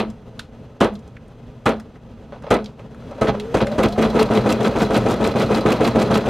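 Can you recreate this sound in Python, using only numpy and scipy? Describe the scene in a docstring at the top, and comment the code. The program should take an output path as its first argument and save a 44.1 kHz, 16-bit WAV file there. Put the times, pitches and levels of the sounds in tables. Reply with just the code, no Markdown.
"""An embroidery machine, close by in a small room: four slow stitches, then it speeds up to an even run.
At each stitch the hoop carriage jerks off and jolts to a stop; these impacts excite the modes of the
casing and the table and rattle loose parts, while the carriage motor hums. Thread swishes by friction
and snaps tight, the steel hook clinks and small parts tick. Underneath, the shaft motor whirs, and it
whines as it gathers speed."""
import sys
import numpy as np
from scipy import signal
from scipy.fft import rfft, irfft, next_fast_len
from scipy.io import wavfile
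from scipy.ndimage import uniform_filter1d

SR = 44100
rng = np.random.default_rng(int(sys.argv[2]) if len(sys.argv) > 2 else 0)


def persist_wave(psi):
    """Save psi, clipped to +-1, as 16-bit WAV."""
    counts = np.round(np.clip(psi, -1, 1) * 32767).astype(np.int16)
    wavfile.write(sys.argv[1], SR, np.atleast_2d(counts).T)


N = 277609

# Carriage strokes, one a shaft turn: (start [s], jerk level [dB], travel time [s], jolt level [dB])
STITCHES = [(-0.04, 3, 0.032, -18.5), (0.806, 4.5, 0.032, -20.5), (1.658, 3.5, 0.028, -21.5),
            (2.506, 5, 0.03, -19), (3.213, -1.5, 0.063, -8.5), (3.544, 0, 0.065, -9.5),
            (3.782, -1, 0.058, -9), (3.978, -3, 0.059, -13.5), (4.146, -3, 0.055, -14.5),
            (4.303, -5.5, 0.059, -13.5), (4.455, -5, 0.051, -20.5), (4.6, -8, 0.059, -14.5),
            (4.753, -6.5, 0.061, -13.5), (4.9, -6.5, 0.058, -12), (5.053, -6, 0.06, -18.5),
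            (5.202, -6, 0.056, -18), (5.352, -5.5, 0.062, -14.5), (5.504, -5, 0.055, -17),
            (5.654, -2.5, 0.055, -16.5), (5.801, -4.5, 0.062, -15), (5.95, -3.5, 0.058, -16.5),
            (6.102, -3.5, 0.053, -15.5), (6.253, -6, 0.054, 0)]
# Spectrum of loose parts rattling in the casing: (frequency [Hz], relative level [dB])
RATTLE_SPECTRUM = [(18, -56), (30, -16.5), (114, -4), (156, -2.5), (213, 0.5), (359, -0.5), (432, 4),
                   (1170, -11), (1290, -13), (1820, -23), (4090, -31.5), (12300, -66.5), (15500, -105)]
# Stitch rates: slow, table thump at its fullest, jerk and jolt start to blur together, fast
SLOW_PER_S, THUMP_PER_S, BLUR_PER_S, FAST_PER_S = 1.17, 2.8, 4.5, 6.67


def carriage():
    """Inertia: loose parts rattle against the casing as the carriage jerks off and jolts to a stop."""
    bass_env, treble_env, hiss_env = np.zeros((3, N))
    t = np.arange(N) / SR
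    for (start, jerk_db, travel, jolt_db), period in zip(STITCHES, turns()[1]):
        rate, stop = 1 / period, start + travel
        rise = by_speed((.009, .003), rate)
        settling = undb(-60 * np.clip(t - stop - .022, 0, None) / 1.3)
        jerk = burst(start - .004, rise + .00016, by_blur((.22, .67), rate)) * settling
        bass_env += undb(jerk_db) * jerk
        # belt slack is taken up with a clack; at speed the treble of the jerk comes late
        clack = by_speed((.51, .067), rate) * burst(start, rise, .11)
        lag = by_blur((0, .007), rate)
        treble_env += undb(jerk_db - 27.5) * (np.roll(jerk, int(lag * SR)) + clack)
        hiss_env += undb(jerk_db - 12.5) * burst(start - .003 + lag, rise, by_speed((.15, .2), rate))
        # the treble of the jolt starts just ahead of the stop
        t60, lead = by_speed((.16, .066), rate), by_blur((.012, .02), rate)
        bass_env += undb(jolt_db) * burst(stop - .003, .005, t60, hold=.024)
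        shaken = burst(stop - lead, .01, t60, hold=lead + .0058)
        shaken *= undb(jolt_db + by_blur((-19.5, -19), rate))
        treble_env += shaken
        hiss_env += undb(by_blur((-5, -2), rate)) * shaken
    bass = lowpass(bass_env * grit(scatter_db=-1.5, rate_hz=380), 1100)
    grains = grit(scatter_db=2.6, rate_hz=500)
    treble = lowpass(highpass(treble_env * grains, 1820), 8200) + highpass(hiss_env * grains, 8200)
    force = colour(undb(-12) * bass + undb(23.5) * treble, RATTLE_SPECTRUM)
    body = casing(force, direct_db=-1.98)
    return undb(by_thump((-22, -3.5), speed())) * lowpass(body, 195) + highpass(body, 195)


def knocks():
    """Impact excitation: jerks and stops ring casing and table and click steel; at speed a lever taps."""
    # Resonances of the table: (frequency [Hz], level [dB], T60 [s])
    table_modes = [(53.3, -3, 0.22), (96, -4, 0.093), (121.4, -0.5, 0.16)]
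    blows, table_force, clicks, taps = np.zeros((4, N + 400))
    t = np.arange(400) / SR
    for (start, jerk_db, travel, jolt_db), period in zip(STITCHES, turns()[1]):
        rate, stop = 1 / period, start + travel
        contact_s = by_blur((.0009, .0022), rate)  # longer, so softer, once the strokes blur
        push, thud = np.sin(np.pi * np.clip(t / contact_s, 0, 1)) ** 2, np.hanning(60)
        strike(blows, start + .003, jerk_db + by_blur((0, -3), rate), push)
        strike(blows, stop + by_blur((.0105, .013), rate), jolt_db + 17.5, push)
        strike(table_force, start + .00189, jerk_db + by_thump((1, 8), rate), thud)
        rebound = stop + by_blur((.011, .03), rate)
        strike(table_force, rebound, jolt_db + by_speed((11, 18.5), rate), thud)
        click_pair = burst(start - .002, .00068, .03) + burst(stop + .004, .0022, .03)
        clicks[:N] += undb(jerk_db + by_blur((-28.5, -35), rate)) * click_pair
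        if rate > BLUR_PER_S:
            taps[:N] += undb(-14) * burst(start + .905 * period, .0019, .052)
    noise = rng.standard_normal(N + 400)
    knock = highpass(casing(blows, direct_db=-52), 207)
    boom = lowpass(resonate(table_force, table_modes), 170)
    click = lowpass(highpass(clicks * noise, 1800), 6000)
    lever = butter(taps * noise, (650, 1400), "band")
    return (knock + boom + click + lever)[:N]


def casing(force, direct_db):
    """Modal superposition: the plastic shell passes a force on and adds its own resonances."""
    # Resonances of the shell: (frequency [Hz], level [dB], T60 [s])
    shell_modes = [(55.6, -20, 0.19), (120, -3, 0.25), (201, -1, 0.14), (224, -3, 0.16), (250, -9.5, 0.12),
                   (330, -11, 0.05), (436, -6, 0.12), (530, -6, 0.12), (651.5, -5, 0.09), (807, -7.5, 0.09),
                   (940, -10, 0.07), (1290, -3.5, 0.07), (1500, -9.5, 0.044), (2020, -3.5, 0.07),
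                   (2500, -2, 0.05), (3350, -1.5, 0.04), (4020, -0.5, 0.05), (6200, 0, 0.01)]
    return undb(direct_db) * force + resonate(force, shell_modes)


def stepper():
    """Forced vibration: the carriage motor hums at its step rate; then the hoop sways at its own note."""
    # Harmonics of the step rate: (frequency [Hz], level [dB])
    harmonics = [(219, -3.5), (438, -6)]
    sway_hz, pitch_spread = 212, .015
    t, out = np.arange(N) / SR, np.zeros(N)
    draws = rng.standard_normal((len(STITCHES), 2))
    for (start, _, travel, jolt_db), (draw, phase), period in zip(STITCHES, draws, turns()[1]):
        rate, stop, detune = 1 / period, start + travel, pitch_spread * draw
        hum = sum(undb(db) * np.sin(2 * np.pi * (hz * (1 + detune) * t + phase)) for hz, db in harmonics)
        moving = undb(by_blur((-24.5, -20.5), rate)) * burst(start + .0018, .013, .07, hold=travel)
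        braking = undb(jolt_db + by_speed((-9, -3), rate)) * burst(stop - .005, .014, .16, hold=.0051)
        swaying = undb(by_speed((-27, -24.5), rate)) * burst(stop + .038, .039, .13, hold=.037)
        hoop_note = np.sin(2 * np.pi * (sway_hz * (1 + 2 * detune) * t + phase))
        out += (moving + braking) * hum + swaying * hoop_note
    return out


def thread():
    """Friction and tension: thread rubs through its guides; at speed it also snaps tight once a turn."""
    # Friction noise of the thread: (frequency [Hz], relative level [dB])
    friction_spectrum = [(800, 7.5), (2000, -19.5), (4000, -7), (7000, -11), (11000, -20), (15500, -26)]
    # Dry cracks of the tightening thread: (time [s], level [dB])
    snaps = [(3.836, -16), (4.0262, -19.5), (4.2294, -14), (4.376, -28), (4.526, -13), (4.6752, -31),
             (4.826, -38), (4.9769, -18), (5.1264, -44), (5.2772, -44), (5.427, -25), (5.5764, -28),
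             (5.727, -15), (5.878, -17), (6.0269, -20), (6.176, -22)]
    pull = np.zeros(N)
    for (start, _, travel, _), period in zip(STITCHES, turns()[1]):
        swell = burst(start + .003, .043, .086, hold=max(travel - .025, 0))
        pull += undb(by_blur((-41, -28.5), 1 / period)) * swell
    swish = colour(pull * grit(scatter_db=4.5, rate_hz=400), friction_spectrum)
    snap_env = sum(undb(db) * burst(at, 0, .007) for at, db in snaps)
    cracks = lowpass(highpass(snap_env * np.sign(rng.standard_normal(N)), 2000), 7300)
    # the needle bar clacks just before each snap
    clack_env = sum(undb(db + 3.5) * burst(at - .012, .0093, .043) for at, db in snaps)
    return swish + cracks + ring(clack_env * rng.standard_normal(N), hz=2550, t60=.0041)


def hook():
    """Steel resonance: the rotary hook clinks in its race and chatters after stops, harder at speed."""
    # Clinks that ring the steel hook, twice a turn at speed, one of them struck by the cam: (time [s], level
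    # [dB])
    contacts = [(3.6092, -38), (3.7162, -27), (3.837, -17), (3.922, -27), (4.024, -41), (4.0996, -25.5),
                (4.194, -13.5), (4.2563, -30), (4.346, -36), (4.4094, -34), (4.4907, -20), (4.5575, -39),
                (4.6423, -24), (4.7097, -38), (4.797, -37), (4.848, -24.5), (4.9428, -19), (5.009, -52),
                (5.0843, -42), (5.1594, -39), (5.2405, -22), (5.312, -30), (5.386, -25), (5.4595, -30),
                (5.544, -23), (5.607, -25.5), (5.687, -25), (5.76, -27), (5.8458, -17), (5.908, -33),
                (5.99, -24), (6.0571, -32), (6.1403, -18), (6.2074, -42)]
    # Resonances of the hook: (frequency [Hz], level [dB], T60 [s])
    hook_modes = [(3400, -6, 0.025), (4020, 4, 0.025), (4310, -1, .02), (4820, -8, 0.02)]
    chatter = sum(burst(start + travel + .04, .011, .48) for start, _, travel, _ in STITCHES)
    clinks = sum(undb(db + 6) * burst(at, .00092, .071) for at, db in contacts)
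    envelope = undb(-34.5) * speed() / FAST_PER_S * chatter + clinks
    return resonate(envelope * grit(scatter_db=1.5, rate_hz=120), hook_modes)


def ticks():
    """Free vibration: light impacts ring small steel parts; a cam pings and shakes loose parts."""
    # Impacts of small parts: (time [s], level [dB], band centre [Hz], relative treble level [dB])
    part_ticks = [(0.0996, -41.5, 5500, -5), (0.3921, -17, 3000, -13), (0.394, -14, 1250, -30),
                  (0.938, -47, 8500, -18), (0.952, -33.5, 3600, -12), (0.9905, -50, 5500, -4),
                  (1.0755, -50.5, 5560, 0), (1.166, -23, 1680, -40), (1.2794, -52, 6800, -18),
                  (1.7977, -23, 1650, -15), (1.956, -30.5, 1460, -31), (2.422, -24, 1300, -24),
                  (2.6425, -33.5, 4060, -9), (2.658, -24.5, 3520, -28), (2.793, -31, 2140, -24),
                  (2.945, -26, 1340, -24), (3.022, -33, 1460, -31), (3.111, -36, 1660, -10),
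                  (3.179, -36, 1310, -16), (3.3976, -17, 2920, -16), (3.6681, -10.5, 1860, -20.5),
                  (3.884, -31.5, 2950, 1)]
    # Resonances of the steel parts: (frequency [Hz], level [dB], T60 [s])
    steel_modes = [(3400, 12, 0.012), (4030, 8, 0.016), (5090, 4, 0.012), (6760, 0, 0.012)]
    # Cam pings while the shaft gathers speed: (time [s], level [dB])
    early_pings = [(2.3231, -22.5), (2.358, -43), (2.4374, -20.5), (2.4668, -22), (2.7911, -30),
                   (3.1092, -22), (3.18, -22), (3.3414, -14.5), (3.6696, -16)]
    cam_from_s, cam_turn_share, ping_hz = 3.5, .72, 566  # at speed the cam strikes once a turn
    cam_times = [start + cam_turn_share * period for start, period in zip(*turns()) if start > cam_from_s]
    tick_scatter_db, ping_scatter_db = 2 * rng.standard_normal((len(cam_times), 2)).T
    impacts = [(at, db - 45, 2200, 2.5) for at, db in zip(cam_times, tick_scatter_db)] + part_ticks
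    ping_db = np.interp(cam_times, (cam_from_s, STITCHES[9][0]), (-15, -21)) + ping_scatter_db
    dull, bright, cam_force = np.zeros((3, N + SR))
    t = np.arange(4000) / SR
    decay = undb(-60 * t / .031) + .095 * undb(-60 * t / .23)
    crack_env = undb(-1.5) * np.clip(t / .0016, 0, 1) * decay
    for at, db, hz, treble_db in impacts:
        crack = crack_env * rng.standard_normal(len(t))
        strike(dull, at, db, butter(crack, (hz / 1.4, hz * 1.4), "band"))
        strike(bright, at, db + treble_db, crack)
    bright = butter(bright, (1200, 8000), "band")
    ping, shake = np.hanning(500) * np.sin(2 * np.pi * ping_hz * t[:500]), np.zeros(N)
    for at, db in list(zip(cam_times, ping_db)) + early_pings:
        strike(cam_force, at, db, ping)
        shake += undb(db - 6) * burst(at - .004, .0048, .23)
    rattle = colour(shake * grit(scatter_db=2, rate_hz=380), RATTLE_SPECTRUM)
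    rustle = highpass(casing(rattle, direct_db=-1), 860)
    ringing = resonate(bright, steel_modes) + ring(cam_force, ping_hz, t60=.045)
    return (dull + bright + ringing)[:N] + rustle


def shaft_motor():
    """Structure-borne sound: belt and gears whir through the casing; a whine climbs with the speed."""
    # Noise of belt and gears: (frequency [Hz], relative level [dB])
    whir_spectrum = [(15, 2), (25, -4.5), (124, -5), (169, -8.5), (192, -14), (231, -8.5), (358, -24),
                     (440, -16), (600, -24), (2360, -43.5), (2680, -40.5), (12000, -66), (15600, -68),
                     (22000, -120)]
    whine_cycles_per_stitch, whine_db = 132, -31.5
    t, rate = np.arange(N) / SR, speed()
    drive = unit(casing(colour(grit(scatter_db=2, rate_hz=54), whir_spectrum), direct_db=0))
    rumble = undb(by_speed((5.5, -11), rate)) * lowpass(drive, 255)
    upper = highpass(drive, 255)
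    treble = undb(by_speed((10.5, 6.5), rate)) * highpass(upper, 503)
    whir = undb(by_speed((-44.5, -23.5), rate)) * (rumble + lowpass(upper, 503) + treble)
    waver = unit(uniform_filter1d(rng.standard_normal(N), size=500))
    phase = 2 * np.pi * np.cumsum(whine_cycles_per_stitch * rate * (1 + .018 * waver)) / SR
    fade = np.interp(t, [3.34, 3.39, 3.82, 4.23], [0, 1, 1, 0])  # heard only during the run-up
    return whir + fade * undb(whine_db + 2.2 * waver[::-1]) * np.sqrt(2) * np.sin(phase)


def room(direct, t60=.35):
    """Reverberation: dense reflections decay exponentially; soft furnishings absorb their treble."""
    tail = rng.standard_normal(SR // 2) * undb(-60 * np.arange(SR // 2) / SR / t60)
    return lowpass(signal.fftconvolve(direct, tail / np.linalg.norm(tail))[:N], 1500)


def stereo(mono):
    """Channel differences: direct sound leans a little to one side; scattered sound wavers across."""
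    # Scattered sound: (frequency [Hz], side minus mid level [dB])
    scatter = [(60, -33), (200, -27), (700, -19), (2400, -21), (4400, -19), (8000, -10), (15000, -12)]
    # Balance of the direct sound: (frequency [Hz], left minus right level [dB])
    balance = [(60, 0.0), (110, 0.0), (200, 0.0), (380, 1.0), (700, 0.0), (1290, 0.0), (2380, 0.0),
               (4400, 0.0), (8120, 0.0), (15000, 0.0)]
    # Phase of the direct sound: (frequency [Hz], lead of the left channel [rad])
    phase_lead = [(30, 0), (120, 0.08), (340, 0.33), (600, 0.1), (1300, 0), (4000, -.1), (8000, -0.25),
                  (13000, -0.2)]
    size = next_fast_len(N)
    waver = unit(uniform_filter1d(rng.standard_normal(N), size=300))
    side = rfft(mono * waver, size) * undb(on_bins(scatter, size))
    lean = undb(on_bins(balance, size) / 2) * np.exp(.5j * on_bins(phase_lead, size))
    mid = rfft(mono, size)
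    return irfft(np.array([mid * lean + side, mid / lean - side]), size)[:, :N]


def turns():
    """Start and period [s] of each shaft turn; the last lasts as long as the one before."""
    starts = np.array(STITCHES)[:, 0]
    return starts, np.append(np.diff(starts), starts[-1] - starts[-2])


def speed():
    """Stitches a second at every sample: the reciprocal of the period."""
    starts, periods = turns()
    return np.interp(np.arange(N) / SR, starts + periods / 2, 1 / periods)


def by_speed(pair, rate):
    """Interpolation of a (slow, fast) pair on a log scale of stitch rate."""
    return np.interp(np.log(rate), np.log([SLOW_PER_S, FAST_PER_S]), pair)


def by_blur(pair, rate):
    """Interpolation that keeps the slow value until the strokes begin to blur."""
    return np.interp(rate, (BLUR_PER_S, FAST_PER_S), pair)


def by_thump(pair, rate):
    """Interpolation that reaches the fast value once the table thumps fully."""
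    return np.interp(rate, (SLOW_PER_S, THUMP_PER_S), pair)


def strike(track, at, db, pulse):
    """Superposition: add a pulse in place if its start [s] lies within the scene."""
    if 0 <= at < N / SR:
        i = int(at * SR)
        track[i:i + len(pulse)] += undb(db) * pulse


def burst(at, rise, t60, hold=0):
    """Envelope of a transient: rise, hold and exponential decay, all in seconds."""
    rise, out = max(rise, 1 / SR), np.zeros(N)
    i = np.arange(max(int(at * SR), 0), min(int((at + rise + hold + 2 * t60) * SR), N))
    t = i / SR - at
    out[i] = np.clip(t / rise, 0, 1) ** 2 * undb(-60 * np.clip(t - rise - hold, 0, None) / t60)
    return out


def grit(scatter_db, rate_hz):
    """Random amplitude modulation: noise takes a new level rate_hz times a second."""
    hold = int(SR / rate_hz)
    jumps = np.repeat(rng.standard_normal(N // hold + 1), hold)[:N]
    return unit(rng.standard_normal(N) * undb(scatter_db * uniform_filter1d(jumps, hold)))


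def ring(x, hz, t60):
    """Damped resonator: one mode, gain 1 at its centre."""
    r = np.exp(-np.log(1000) / (t60 * SR))
    return 2 * (1 - r) * signal.lfilter([1], [1, -r * np.exp(2j * np.pi * hz / SR)], x).real


def resonate(force, modes):
    """Modal sum: one force drives several damped resonators."""
    return sum(undb(db) * ring(force, hz, t60) for hz, db, t60 in modes)


def colour(x, spectrum, size=16384):
    """Minimum-phase filter of the given spectrum and unit power gain, from the folded cepstrum."""
    cepstrum = irfft(on_bins(spectrum, size) * np.log(10) / 20)
    cepstrum[1:size // 2] *= 2
    cepstrum[size // 2 + 1:] = 0
    response = irfft(np.exp(rfft(cepstrum)))[:size // 4] * np.hanning(size // 2)[size // 4:]
    return signal.fftconvolve(x, response / np.linalg.norm(response))[:N]


def on_bins(points, size):
    """Log-frequency interpolation of (frequency [Hz], value) points onto transform bins."""
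    hz, values = np.transpose(points)
    return np.interp(np.log(np.fft.rfftfreq(size, 1 / SR) + 1), np.log(hz), values)


def butter(x, hz, kind):
    """Maximally flat filter with slopes of 12 dB an octave."""
    return signal.sosfilt(signal.butter(2, hz, kind, fs=SR, output="sos"), x)


def lowpass(x, hz):
    """Bass side of a crossover."""
    return butter(x, hz, "low")


def highpass(x, hz):
    """Treble side of a crossover, inverted to meet the bass side in phase."""
    return -butter(x, hz, "high")


def undb(db):
    """Decibels to amplitude ratio."""
    return 10 ** (np.asarray(db) / 20)


def unit(x):
    """Scale to rms 1."""
    return x / np.sqrt(np.mean(x ** 2))


def scene():
    """Superposition: the parts of the machine add up, joined by faint reverberation."""
    direct = carriage() + knocks() + stepper() + thread() + hook() + ticks() + shaft_motor()
    return stereo(direct + undb(-16) * room(direct))


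def record(dry):
    """Band limiting and saturation: deep bass is dropped, peaks are rounded, the top treble is cut."""
    rounded = np.tanh(.6 * butter(dry, 36, "high")) / .6
    top_hz = 15560
    return signal.sosfilt(signal.ellip(14, .2, 90, top_hz, fs=SR, output="sos"), rounded)


dry = scene()
out = record(dry)
persist_wave(out)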